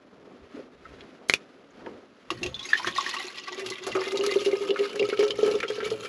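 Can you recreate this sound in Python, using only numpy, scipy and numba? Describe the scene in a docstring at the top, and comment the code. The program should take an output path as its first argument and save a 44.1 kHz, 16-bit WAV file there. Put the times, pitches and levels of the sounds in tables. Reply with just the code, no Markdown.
"""Coffee poured in a camper

In a small wood-lined camper a hand slides off a press pot, fingers snap twice, then coffee is poured into a tall
steel mug. Fizz, splashes and slugs of liquid excite the air column above the coffee, whose modes rise as the mug
fills; the steel wall rings briefly and the table hums. Cloth, cabin noise and low rumble lie behind."""
import sys
import numpy as np
from scipy import signal
from scipy.fft import rfft, irfft
from scipy.io import wavfile
from numba import njit

SR = 44100
rng = np.random.default_rng(int(sys.argv[2]) if len(sys.argv) > 2 else 0)


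def generate_wav(signal):
    """Clip the signal to [-1, 1] and save it as 16-bit WAV at the path in sys.argv[1]."""
    frames = np.transpose(np.atleast_2d(signal))
    scaled = np.clip(frames, -1, 1) * 32767
    pcm = np.round(scaled).astype(np.int16)
    wavfile.write(sys.argv[1], SR, pcm)


N = 268260

# the stream: (time [s], fizz [dB], fine mist [dB], churn of the lowest mode [dB], slosh of a 0 dB slug [dB])
STREAM = [(2.25, -51, -55, -32, -24), (2.44, -57, -60, -56, -28), (2.61, -53, -65, -51.5, -40),
          (2.85, -43.5, -49.5, -46.5, -23), (3.02, -40, -52, -48, -46), (3.2, -44, -49, -55, -65),
          (3.53, -45.5, -60, -53, -33), (3.68, -42, -47, -37.5, -27), (3.81, -50.5, -61, -50, -10),
          (3.93, -42, -52.5, -37.5, -21.5), (4.4, -44, -47.5, -34, -40), (4.93, -48.5, -56.5, -35, -49),
          (5.6, -47, -52.5, -37, -45), (5.66, -53, -66, -32.5, -43), (5.89, -44.5, -47, -34.5, -31),
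          (6.08, -53, -56, -43, -44)]
# air column: (multiple of the second mode, t60 [s], level [dB])
COLUMN_MODES = [(1.001, 0.045, -32.5), (1.67, 0.069, -34), (2.33, 0.052, -38.5), (3.05, 0.054, -52),
                (3.9, 0.017, -41)]
LOWEST_SHARE, LOWEST_T60_S = 0.318, 0.11  # lowest mode as a share of the second
# the mug fills ever more slowly as the pot empties, and the air column shortens
EMPTY_COLUMN_M, FULL_RISE_M = 0.233, 0.0784
FILLS_FROM_S, POT_DRAINS_S = 2.887, 3.56

# the louder splashes: (time [s], level [dB], biggest bubble [Hz], spray [dB], t60 before limits [s])
SPLASHES = [(2.3034, -20.5, 1154, -56, 0.074), (2.3036, -17, 2770, -32, 0.058),
            (2.4305, -17.5, 2710, -31.5, 0.069), (2.4617, -19, 2620, -33.5, 0.039),
            (2.5432, -28.5, 3460, -62, 0.098), (2.5436, -31, 4020, -52, 0.042),
            (2.5926, -28, 3376, -53, 0.16), (2.628, -30.5, 3840, -48, 0.24),
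            (2.652, -29.5, 2130, -45, 0.063), (2.653, -29.5, 6460, -44, 0.22),
            (2.687, -31, 2580, -48, 0.16), (2.69, -31, 4730, -49, 0.17), (2.702, -27.5, 1820, -39.5, 0.15),
            (2.7317, -11.5, 1690, -53, 0.094), (2.7319, -11, 1778, -50, 0.079),
            (2.732, -20.5, 3450, -48, 0.031), (2.7725, -22.5, 3060, -39, 0.17),
            (2.7961, -22.5, 990, -44, 0.065), (2.8455, -20, 1540, -63, 0.028),
            (2.846, -20, 1170, -62, 0.041), (2.8708, -17, 1740, -33.5, 0.097),
            (2.871, -20, 3243, -42, 0.084), (2.874, -19.5, 1173, -47, 0.071),
            (2.978, -16.5, 3600, -32, 0.042), (2.9834, -14, 1114, -59, 0.065),
            (3.0638, -17.5, 1802, -58, 0.037), (3.092, -20, 2680, -26, 0.042),
            (3.106, -24, 2760, -38, 0.018), (3.1394, -20.5, 1163, -33, .039),
            (3.1647, -29.5, 1120, -66, 0.14), (3.166, -19.5, 2740, -40, 0.048),
            (3.185, -26, 3940, -57, 0.022), (3.3973, -35, 2835, -64, 0.2), (3.5932, -26, 1790, -38.5, 0.18),
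            (3.6609, -23.5, 2760, -32, 0.068), (3.701, -18.5, 4080, -27, 0.029),
            (3.754, -28, 2280, -49, 0.032), (3.782, -29.5, 2080, -40, 0.034),
            (3.8655, -26.5, 1145, -32, 0.17), (3.9177, -22.5, 2940, -52, 0.029),
            (3.951, -16.5, 1264, -38, 0.19), (4.0153, -24, 1230, -59, .043),
            (4.0358, -21.5, 1880, -41, 0.079), (4.118, -23, 1200, -38, 0.032),
            (4.119, -29, 1990, -32.5, 0.054), (4.172, -16.5, 3830, -30, 0.033),
            (4.2099, -19.5, 2840, -68, 0.032), (4.2366, -23.5, 1220, -23, 0.025),
            (4.2629, -28, 3020, -18, 0.03), (4.2923, -24, 1910, -79, 0.057),
            (4.338, -20.5, 2700, -35, 0.032), (4.406, -24.5, 3090, -42, 0.15),
            (4.4484, -22.5, 2820, -36, 0.18), (4.4599, -18, 2860, -48, 0.038),
            (4.5123, -26, 2280, -53, 0.034), (4.688, -27, 3100, -68, 0.037), (4.705, -17, 2860, -58, 0.026),
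            (4.7592, -16, 1306, -58, 0.037), (4.7897, -20, 2070, -37.5, 0.05),
            (4.853, -23.5, 1320, -40, 0.054), (4.9561, -26.5, 1480, -32, 0.039),
            (4.9947, -14.5, 2720, -50, 0.033), (5.0261, -18.5, 2240, -47, 0.023),
            (5.088, -27, 2200, -30, 0.033), (5.097, -17, 2130, -39, 0.045), (5.1293, -19, 1415, -59, 0.035),
            (5.1703, -24, 2350, -51, 0.046), (5.192, -20.5, 3220, -32, 0.064),
            (5.2057, -17.5, 2240, -49, 0.053), (5.227, -21, 1340, -36, .056),
            (5.279, -22, 3120, -33, 0.021), (5.306, -12.5, 3100, -60, 0.031),
            (5.43, -25.5, 3290, -54, 0.059), (5.461, -27, 1330, -33.5, .06),
            (5.4763, -26, 1400, -36, 0.057), (5.512, -22, 3300, -30, 0.016), (5.552, -26, 3510, -56, 0.041),
            (5.6023, -17, 2130, -31.5, 0.027), (5.6283, -16.5, 1380, -46, 0.071),
            (5.63, -17, 2190, -75, 0.027), (5.6797, -26, 3200, -64, 0.17),
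            (5.7008, -24.5, 1400, -34, 0.042), (5.7749, -29, 1550, -63, 0.08),
            (5.8035, -19, 1490, -51, 0.047), (5.8294, -22, 1500, -60, .048),
            (5.9022, -25, 3200, -38, 0.057), (6.048, -25, 1460, -44, 0.057)]
POUR_START_S = SPLASHES[0][0]
# lesser splashes at random times; up to 6 dB is added to both levels
SMALL_COUNT, SMALL_FROM_S, SMALL_T60_S = 70, 2.65, 0.043
SMALL_DB, SMALL_SPRAY_DB, SMALL_LOW_HZ, SMALL_HIGH_HZ = -37, -45.5, 1104, 3200
CLEAN_PER_DB, FOAMS_OVER_S = 0.021, 2.8
BUBBLE_BLUR = 0.045  # the torn bubble wall blurs its pitch by this share
# colour of the fine splash: (frequency [Hz], relative level [dB])
SPLASH_COLOUR = [(290, -4), (500, -7), (590, 2), (937, -4), (1280, 13.5), (1760, -16), (2920, 10.5),
                 (6870, -4.5), (9000, -22), (15000, -41)]

# slugs of coffee landing: (time [s], level [dB], t60 before limits [s])
SLUGS = [(2.311, -23.5, 0.093), (2.415, -28, 0.29), (2.449, -20.5, 0.12), (2.87, -19.5, 0.087),
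         (3.064, -33.5, 0.13), (3.167, -37, 0.29), (3.244, -30.5, 0.15), (3.514, -32.5, 0.45),
         (3.577, -25.5, 0.13), (3.616, -26, 0.2), (3.867, -19.5, 0.12), (3.952, -15, 0.29),
         (4.053, -30, 0.42), (4.123, -23.5, 0.42), (4.143, -17, 0.062), (4.192, -12, 0.12),
         (4.232, -19, 0.33), (4.267, -17.5, 0.14), (4.32, -16, 0.051), (4.358, -6, 0.056),
         (4.417, -13.5, 0.045), (4.461, -11, 0.18), (4.53, -8, 0.077), (4.607, -20, 0.3),
         (4.691, -15.5, 0.22), (4.706, -12.5, 0.084), (4.731, -21.5, 0.092), (4.79, -15.5, 0.12),
         (4.805, -12, 0.14), (4.944, -18, 0.16), (4.996, -13, 0.17), (5.018, -10.5, 0.12),
         (5.088, -14.5, 0.04), (5.126, -13.5, 0.059), (5.191, -9, 0.14), (5.227, -11.5, 0.17),
         (5.3, -18.5, 0.094), (5.388, -10.5, 0.082), (5.429, -5, 0.1), (5.458, -14.5, 0.17),
         (5.477, -9.5, 0.11), (5.513, -14.5, 0.094), (5.541, -13.5, 0.13), (5.55, -10, 0.075),
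         (5.635, -14, 0.04), (5.701, -15, 0.1), (5.781, -17.5, 0.099), (5.826, -15, 0.055),
         (5.916, -14.5, 0.13), (6.022, -32, 0.22), (6.047, -19.5, 0.046)]
SLUG_ROUNDING, SLUG_SAG = 1.15, -0.036  # hold before the fall, drop in pitch
STILLED_S = 0.0016  # time constant with which the next slug stills the ring
SLOSH_FOLLOWS = 0.4  # share of a slug's dB that its slosh follows

# steel wall: (frequency [Hz], t60 [s], level [dB])
WALL_MODES = [(1950, 0.2, -47), (2200, 0.15, -55), (2740, 0.05, -52), (3036, 0.2, -54), (4630, 0.05, -48),
              (6500, 0.12, -46), (6650, 0.2, -42), (6780, 0.12, -47)]
WALL_DAMPING_DB_PER_S = 23
# the table under the mug: (time [s], level [dB])
TABLE_LEVEL = [(2.25, -56.5), (2.44, -42.5), (2.8, -79), (2.88, -43.5), (3.02, -79), (3.53, -95),
               (3.68, -52.5), (3.81, -74), (3.91, -46.5), (4.03, -61.5), (4.4, -55), (4.93, -75),
               (5.02, -47.5), (5.12, -58.5), (5.6, -48.5), (5.66, -67), (5.89, -46.5), (6.08, -58.5)]
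TABLE_HZ, TABLE_T60_S = 118.5, 0.31

# finger snaps: (time [s], ring [dB], palm resonance [Hz], t60 [s], crack [dB], palm thud [dB], finger slip [dB])
FINGER_SNAPS = [(1.2972, -6.5, 2170, 0.0077, -0.5, -9.5, -29), (1.3376, -7, 2470, 0.0075, -1, -11, -34.5)]
# a finger squeaks off the lid: (frequency [Hz], level [dB])
SQUEAK_PARTIALS = [(1310, -37), (1510, -41), (1860, -46), (2050, -49)]
SQUEAK_S, SQUEAK_T60_S = 0.851, 0.037
# hand thumps, skin and strap ticks: (time [s], level [dB], centre [Hz], t60 [s], width [share of centre])
HAND_TICKS = [(0.539, -34, 269, 0.31, 0.083), (.562, -34.5, 446, 0.12, 0.12),
              (0.589, -32.5, 450, 0.084, 0.21), (1.006, -41, 2600, 0.035, 0.41),
              (1.704, -56, 6600, .03, 0.092), (1.861, -29, 1480, 0.024, 0.37),
              (1.864, -34, 980, 0.046, 0.06), (1.865, -30.5, 333, 0.16, 0.43)]

# cabin noise with hands and cloth moving: (time [s], low rustle [dB], bright rustle [dB])
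RUSTLE_LEVELS = [(0.0, -54, -65.5), (0.328, -47, -62), (0.48, -52.5, -62.5), (0.572, -45.5, -53.5),
                 (0.686, -51, -65), (0.78, -53.5, -63.5), (0.866, -50.5, -56.5), (1.0, -47.5, -55.5),
                 (1.206, -48.5, -62.5), (1.4, -49.5, -60), (1.698, -54, -63.5), (1.878, -41, -55.5),
                 (1.914, -42.5, -58), (2.112, -55, -65), (2.29, -52, -58.5)]
# colour of the dull noise: (frequency [Hz], relative level [dB])
LOW_COLOUR = [(15, -44), (25, -20.5), (139, -10.5), (270, 1), (321, -5.5), (381, -1.5), (555, -7),
              (928, -19), (1290, -21), (1500, -42.5), (1950, -64), (3300, -120)]
# colour of the cloth and skin: (frequency [Hz], relative level [dB])
BRIGHT_COLOUR = [(530, -62), (900, -16.5), (1300, -9), (1420, -10.5), (3040, -19.5), (7000, -32),
                 (12000, -35)]
# body movement against the microphone: (time [s], level [dB])
RUMBLE_LEVEL = [(0.0, -94), (0.05, -76), (0.29, -87), (0.44, -48), (0.48, -72), (0.83, -59), (0.9, -46),
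                (1.22, -75), (1.34, -61), (1.48, -104), (1.83, -51.5), (2.2, -101.5), (2.31, -52),
                (2.37, -66), (2.46, -37), (2.76, -71), (2.9, -62), (3.0, -77)]
CABIN_T60_S, CABIN_DB = 0.08, -9

# side against mid: (frequency [Hz], level [dB])
SIDE_COLOUR = [(25, -18), (110, -43), (200, -34.5), (380, -73.5), (700, -49), (1290, -53), (2380, -52),
               (4400, -39), (8120, -30), (15000, -1.5)]
# overall tone, less bass, dips in the high treble, almost nothing above 14 kHz: (frequency [Hz], gain [dB])
TONE_GAIN = [(20, -18), (60, -7), (5000, 3.5), (7000, 0.5), (8400, -8.5), (9100, -16), (9700, -7),
             (10900, 0), (11600, -18), (12100, -17), (12500, -28), (13300, -11.5), (13900, -45.5),
             (15500, -45.5)]
OVERLOAD = 0.85  # amplitude that rounded peaks approach
CUTOFF_HZ = 15600


def pour():
    """The liquid is heard directly and through the air column, the steel wall and the table."""
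    second_hz = column_hz()
    fizz_db, mist_db, churn_db, slosh_db = in_time(STREAM)
    since = np.arange(N) / SR - POUR_START_S
    pouring = since > 0
    froth = fizz(fizz_db, mist_db) * pouring
    hits = splashes()
    surface = froth + hits
    inside = froth + amp(-9) * hits  # the froth at the bottom drives the column most
    column = air_column(inside, second_hz)
    wall = steel_wall(surface, since)
    slugs = gulps(LOWEST_SHARE * second_hz, churn_db, slosh_db)
    hum = table(*in_time(TABLE_LEVEL))
    return amp(-0.5) * surface + column + wall + (slugs + hum) * pouring


def column_hz():
    """Second mode of a pipe closed by the coffee; the heaving surface makes its pitch waver."""
    filling = np.maximum(np.arange(N) / SR - FILLS_FROM_S, 0)
    length = EMPTY_COLUMN_M - FULL_RISE_M * (1 - np.exp(-filling / POT_DRAINS_S))
    second_hz = 3 * 343 / 4 / length  # three quarter waves, sound at 343 m/s
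    return second_hz * (1 + 0.016 * drift(18.0))


def air_column(inside, second_hz):
    """The modes above the lowest ring with alternating sign and follow the shrinking column."""
    out = np.zeros(N)
    for k, (share, t60, db) in enumerate(COLUMN_MODES):
        out += amp(db) * (-1) ** k * mode(inside, share * second_hz, t60)
    return out


def gulps(lowest_hz, churn_db, slosh_db):
    """Slugs of coffee pump the lowest mode, each stilling the last, with neighbouring notes and a slosh."""
    churn = mode(grains(per_s=250, spread_db=3.5, clumps_db=3.2 * drift(25)), lowest_hz, LOWEST_T60_S)
    out = amp(churn_db) * rms_one(churn)
    slugs = np.zeros(N)
    next_times = [row[0] for row in SLUGS[1:]] + [N / SR]
    for (s, db, t60), next_s in zip(SLUGS, next_times):
        i = round(s * SR)
        t60 = np.clip(t60, 0.03, 0.25)
        hz = lowest_hz[i] * (1.01 + 0.015 * rng.standard_normal())
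        note = blip(hz, t60, attack=0.0018, rise=SLUG_SAG, rounding=SLUG_ROUNDING)
        late = np.maximum(np.arange(len(note)) / SR - (next_s - s), 0)
        add(slugs, s, amp(db - 1.5) * note * np.exp(-late / STILLED_S))
        upper_hz = 520.0 * (1 + 0.049 * rng.standard_normal())
        lower_hz = 308 * (1 + 0.0445 * rng.standard_normal())
        add(slugs, s, amp(db - 16) * blip(upper_hz, 1.81 * t60, attack=0.011))
        add(slugs, s, amp(db - 13.5) * blip(lower_hz, 1.29 * t60, attack=0.017))
        add(out, s, amp(db - 21) * burst(390, t60, attack=0.0052, width=0.66))
        slosh = burst(576, t60, attack=0.0066, width=0.25)
        add(out, s, amp(slosh_db[i] + SLOSH_FOLLOWS * db) * slosh)
    low_cut = signal.butter(2, 170, "high", fs=SR, output="sos")
    return signal.sosfilt(low_cut, out + slugs * amp(1.75 * drift(46.0)))


def splashes():
    """Each splash is a rough burst, its biggest bubble beating with a neighbour, a swarm and a bright spray."""
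    out = np.zeros(N)
    when, size, strength = rng.random((SMALL_COUNT, 3)).T
    small = np.transpose([
        SMALL_FROM_S + when * (N / SR - SMALL_FROM_S - 0.01),
        SMALL_DB + 6 * strength,
        SMALL_LOW_HZ * (SMALL_HIGH_HZ / SMALL_LOW_HZ) ** size,
        SMALL_SPRAY_DB + 6 * strength,
        np.full(SMALL_COUNT, SMALL_T60_S)])
    for s, db, hz, spray_db, t60 in [*SPLASHES, *small]:
        # the less a splash sprays, the cleaner its bubble; foam blurs it as the pour goes on
        foam = np.exp((POUR_START_S - s) / FOAMS_OVER_S)
        clean = np.clip(CLEAN_PER_DB * (db - spray_db) * foam, 0, 1)
        rough = 1 - clean
        t60 = np.clip(t60, 0.012, 0.14)
        neighbour_hz = hz * (1 + 0.06 * rng.standard_normal())
        add(out, s, amp(db + 3.0) * clean * blip(hz, 0.79 * t60, attack=0.00034, rise=0.05))
        add(out, s, amp(db - 8) * clean * burst(hz, t60, attack=0.00055, width=BUBBLE_BLUR))
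        add(out, s, amp(db - 25.0) * clean * blip(neighbour_hz, t60, attack=0.0025))
        add(out, s, amp(db - 12.5) * rough * burst(hz, t60, attack=0.00026, width=0.72))
        add(out, s, amp(db - 7) * rough * swarm(hz, t60, count=9))
        add(out, s, amp(spray_db) * burst(3300, 0.71 * t60, attack=0.0013, width=2.7))
    return out


def swarm(hz, t60, count):
    """A handful of mostly smaller, higher bubbles, born within a few hundredths of a second."""
    out = np.zeros(SR // 5)
    for wait, size, strength in rng.standard_normal((count, 3)):
        pitch = hz * np.exp(0.342 * abs(size) - 0.12)
        note = amp(0.23 * strength) * blip(pitch, 28.0 / pitch, attack=0.0011, rise=0.051)
        add(out, 0.13 * t60 * min(abs(wait), 3), note)
    return out


def fizz(level_db, mist_db):
    """Small bubbles and fewer large ones ring over splash and mist; all come in the same spurts."""
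    spurts = drift(22)
    small_clicks = grains(per_s=1300, spread_db=5.0, clumps_db=5.0 * spurts)
    large_clicks = grains(per_s=450, spread_db=4.0, clumps_db=4.5 * spurts)
    small = bubbles(small_clicks, 1482, 6720, cycles=26.0, swell_cycles=8.8)
    large = bubbles(large_clicks, 766.0, 3680, cycles=56.0, swell_cycles=5.8)
    drops = grains(per_s=5000, spread_db=4.0, clumps_db=4.0 * spurts)
    splash = rms_one(colour(drops, SPLASH_COLOUR))
    mist = signal.sosfilt(signal.butter(2, 5000, "high", fs=SR, output="sos"), drops)
    body = amp(-2.0) * small + amp(-7.0) * large + amp(-2.0) * splash
    return (amp(level_db) * rms_one(body) + amp(mist_db) * rms_one(mist)) * amp(2.2 * spurts)


def bubbles(clicks, low_hz, high_hz, cycles, swell_cycles):
    """Clicks dealt to many pitches; each swells for a few cycles, then rings out."""
    dealt = rng.integers(0, 20, N)
    out = np.zeros(N)
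    for k, hz in enumerate(np.geomspace(low_hz, high_hz, 20)):
        swell = mode(clicks * (dealt == k), hz, swell_cycles / hz)
        out += hz * mode(swell, hz, cycles / hz)  # the factor hz evens out the longer low rings
    return rms_one(out)


def steel_wall(surface, since):
    """High modes of the steel flicker in level; the wetted wall soon stops ringing."""
    dry_wall = surface * amp(-WALL_DAMPING_DB_PER_S * np.maximum(since, 0))
    out = np.zeros(N)
    for hz, t60, db in WALL_MODES:
        out += amp(db + 5.0 * drift(39)) * mode(dry_wall, hz, t60)
    return out


def table(level_db):
    """The table top hums at its lowest mode and rumbles broadly around it."""
    hum = rms_one(mode(rng.standard_normal(N), TABLE_HZ, TABLE_T60_S))
    band = signal.butter(2, [85, 260], "band", fs=SR, output="sos")
    broad = rms_one(signal.sosfilt(band, rng.standard_normal(N)))
    return amp(level_db) * (1.27 * hum + amp(3) * broad)


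def snaps():
    """The finger slips off the thumb, cracks on the palm and sets its hollow ringing."""
    out = np.zeros(N)
    for s, db, hz, t60, crack_db, thud_db, slip_db in FINGER_SNAPS:
        add(out, s - 0.013, amp(slip_db) * burst(7700, 0.054, attack=0.0044, width=0.84))
        add(out, s, amp(db) * blip(hz, t60, attack=0.00031, rounding=1.42))
        crack = clap(500, 7000)
        crack += 0.19 * burst(2800, 0.0081, attack=0.00026, width=0.93)
        crack += 0.13 * burst(1400, 0.0074, attack=0.0003, width=1.0)
        add(out, s + 0.00031, amp(crack_db) * crack)
        add(out, s, amp(thud_db) * blip(405, 0.011, attack=0.00028))
        add(out, s, amp(thud_db - 23.0) * blip(166, 0.089, attack=0.0049))
    return out


def clap(low_hz, high_hz):
    """One sudden drop of pressure, even across a broad band; height 1."""
    impulse = np.arange(round(0.2 * SR)) == 0
    click = signal.lfilter(*signal.butter(1, [low_hz, high_hz], "band", fs=SR), impulse)
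    return -click / click.max()


def handling():
    """A finger squeaks off the lid in damped partials; thumps and ticks are short puffs of noise."""
    out = np.zeros(N)
    for hz, db in SQUEAK_PARTIALS:
        add(out, SQUEAK_S, amp(db) * blip(hz, SQUEAK_T60_S, attack=0.003, rounding=1.56))
    for s, db, hz, t60, width in HAND_TICKS:
        add(out, s, amp(db) * burst(hz, t60, attack=0.0023, width=abs(width)))
    return out


def rustle():
    """Dull cabin noise and a brighter, grainy scrape of cloth and skin."""
    low_db, bright_db = in_time(RUSTLE_LEVELS)
    low = rms_one(colour(rng.standard_normal(N), LOW_COLOUR))
    scrape = grains(per_s=6000, spread_db=0.5, clumps_db=1.7 * drift(36))
    bright = rms_one(colour(scrape, BRIGHT_COLOUR))
    return amp(low_db + 1.54 * drift(30)) * low + amp(bright_db + 0.9 * drift(30)) * bright


def rumble():
    """Lumpy low noise from body movement against the microphone, up to the last point of its table."""
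    (level_db,) = in_time(RUMBLE_LEVEL)
    band = signal.butter(2, [25, 100], "band", fs=SR, output="sos")
    low_noise = rms_one(signal.sosfilt(band, rng.standard_normal(N)))
    return amp(level_db) * low_noise * (np.arange(N) < RUMBLE_LEVEL[-1][0] * SR)


def cabin(x):
    """Dense reflections that die fast among wood and bedding."""
    t = np.arange(round(0.3 * SR)) / SR
    tail = rng.standard_normal(len(t)) * amp(-60 * t / CABIN_T60_S) * (t > 0.002)
    return signal.fftconvolve(x, tail / np.sqrt(np.sum(tail ** 2)))[:N]


def blip(hz, t60, attack, rise=0.0, rounding=1):
    """A damped note with a short attack and a gliding pitch; rounding over 1 holds it before it falls."""
    t = np.arange(round(t60 * SR)) / SR
    tone = np.sin(2 * np.pi * hz * t * (1 + rise * t / t60))
    return tone * (1 - np.exp(-t / attack)) * amp(-60 * (t / t60) ** rounding)


def burst(hz, t60, attack, width):
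    """A puff of noise through a resonance (width as a share of its pitch)."""
    t = np.arange(round(0.2 * SR)) / SR
    edges = np.clip([hz / (1 + width), hz * (1 + width)], 30, 0.45 * SR)
    noise = signal.lfilter(*signal.butter(2, edges, "band", fs=SR), rng.standard_normal(len(t)))
    return rms_one(noise) * (1 - np.exp(-t / attack)) * amp(-60 * t / t60)


def grains(per_s, spread_db, clumps_db):
    """Random clicks of uneven size whose rate follows the clumps."""
    sizes = amp(spread_db * np.minimum(rng.exponential(1, N), 5)) * rng.choice([-1, 1], N)
    return sizes * (rng.random(N) < per_s * amp(clumps_db) / SR)


@njit
def ring(clicks, w, r):
    """A two-pole resonance whose pitch may move; a unit click rings at about height 1."""
    out = np.zeros(len(clicks))
    for i in range(2, len(clicks)):
        out[i] = 2 * r * np.cos(w[i]) * out[i - 1] - r * r * out[i - 2] + np.sin(w[i]) * clicks[i - 1]
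    return out


def mode(clicks, hz, t60):
    """One mode of fixed or moving pitch."""
    return ring(clicks, np.full(N, 2 * np.pi / SR) * hz, amp(-60 / (t60 * SR)))


def drift(rate):
    """Slow random wander of rms 1, its speed set by a corner frequency in Hz."""
    r = np.exp(-2 * np.pi * rate / SR)
    wander = signal.lfilter([1], [1, -2 * r, r * r], rng.standard_normal(N + SR))
    return rms_one(wander[SR:])  # the first second lets the filter settle


def colour(x, points):
    """Causal filter with the given dB shape (minimum phase from the folded cepstrum)."""
    hz, db = np.transpose(points)
    grid = np.maximum(np.arange(2049) * SR / 4096, 1)
    cepstrum = irfft(np.interp(np.log(grid), np.log(hz), db) * np.log(10) / 20)
    cepstrum[1:2048] *= 2
    cepstrum[2049:] = 0
    return signal.fftconvolve(x, irfft(np.exp(rfft(cepstrum))))[:N]


def in_time(rows):
    """Each column of a table as a curve over all samples."""
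    s, *columns = np.transpose(rows)
    return [np.interp(np.arange(N) / SR, s, c) for c in columns]


def add(out, s, sound):
    """Mixes a sound in at s seconds."""
    i = round(s * SR)
    out[i:i + len(sound)] += sound[:len(out) - i]


def amp(db):
    """Decibels to gain."""
    return 10 ** (np.asarray(db) / 20)


def rms_one(x):
    """Scaled to rms 1."""
    return x / np.sqrt(np.mean(x ** 2) + 1e-20)


def scene():
    """Close ports hear nearly the same; a faint flickering part is opposite in the two, most in the treble."""
    near = pour() + snaps() + handling()
    mid = near + amp(CABIN_DB) * cabin(near) + rustle() + rumble()
    side = colour(mid * drift(16.5), SIDE_COLOUR)
    return np.array([mid + side, mid - side])


def record(dry):
    """The overall tone has less bass and dips in the high treble, the loudest peaks are rounded, the top is cut."""
    heard = np.array([colour(c, TONE_GAIN) for c in dry])
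    over = heard / OVERLOAD
    rounded = heard / (1 + over ** 4) ** 0.25
    top_cut = signal.cheby2(12, 70, CUTOFF_HZ, fs=SR, output="sos")
    return signal.sosfilt(top_cut, rounded)


dry = scene()
out = record(dry)
generate_wav(out)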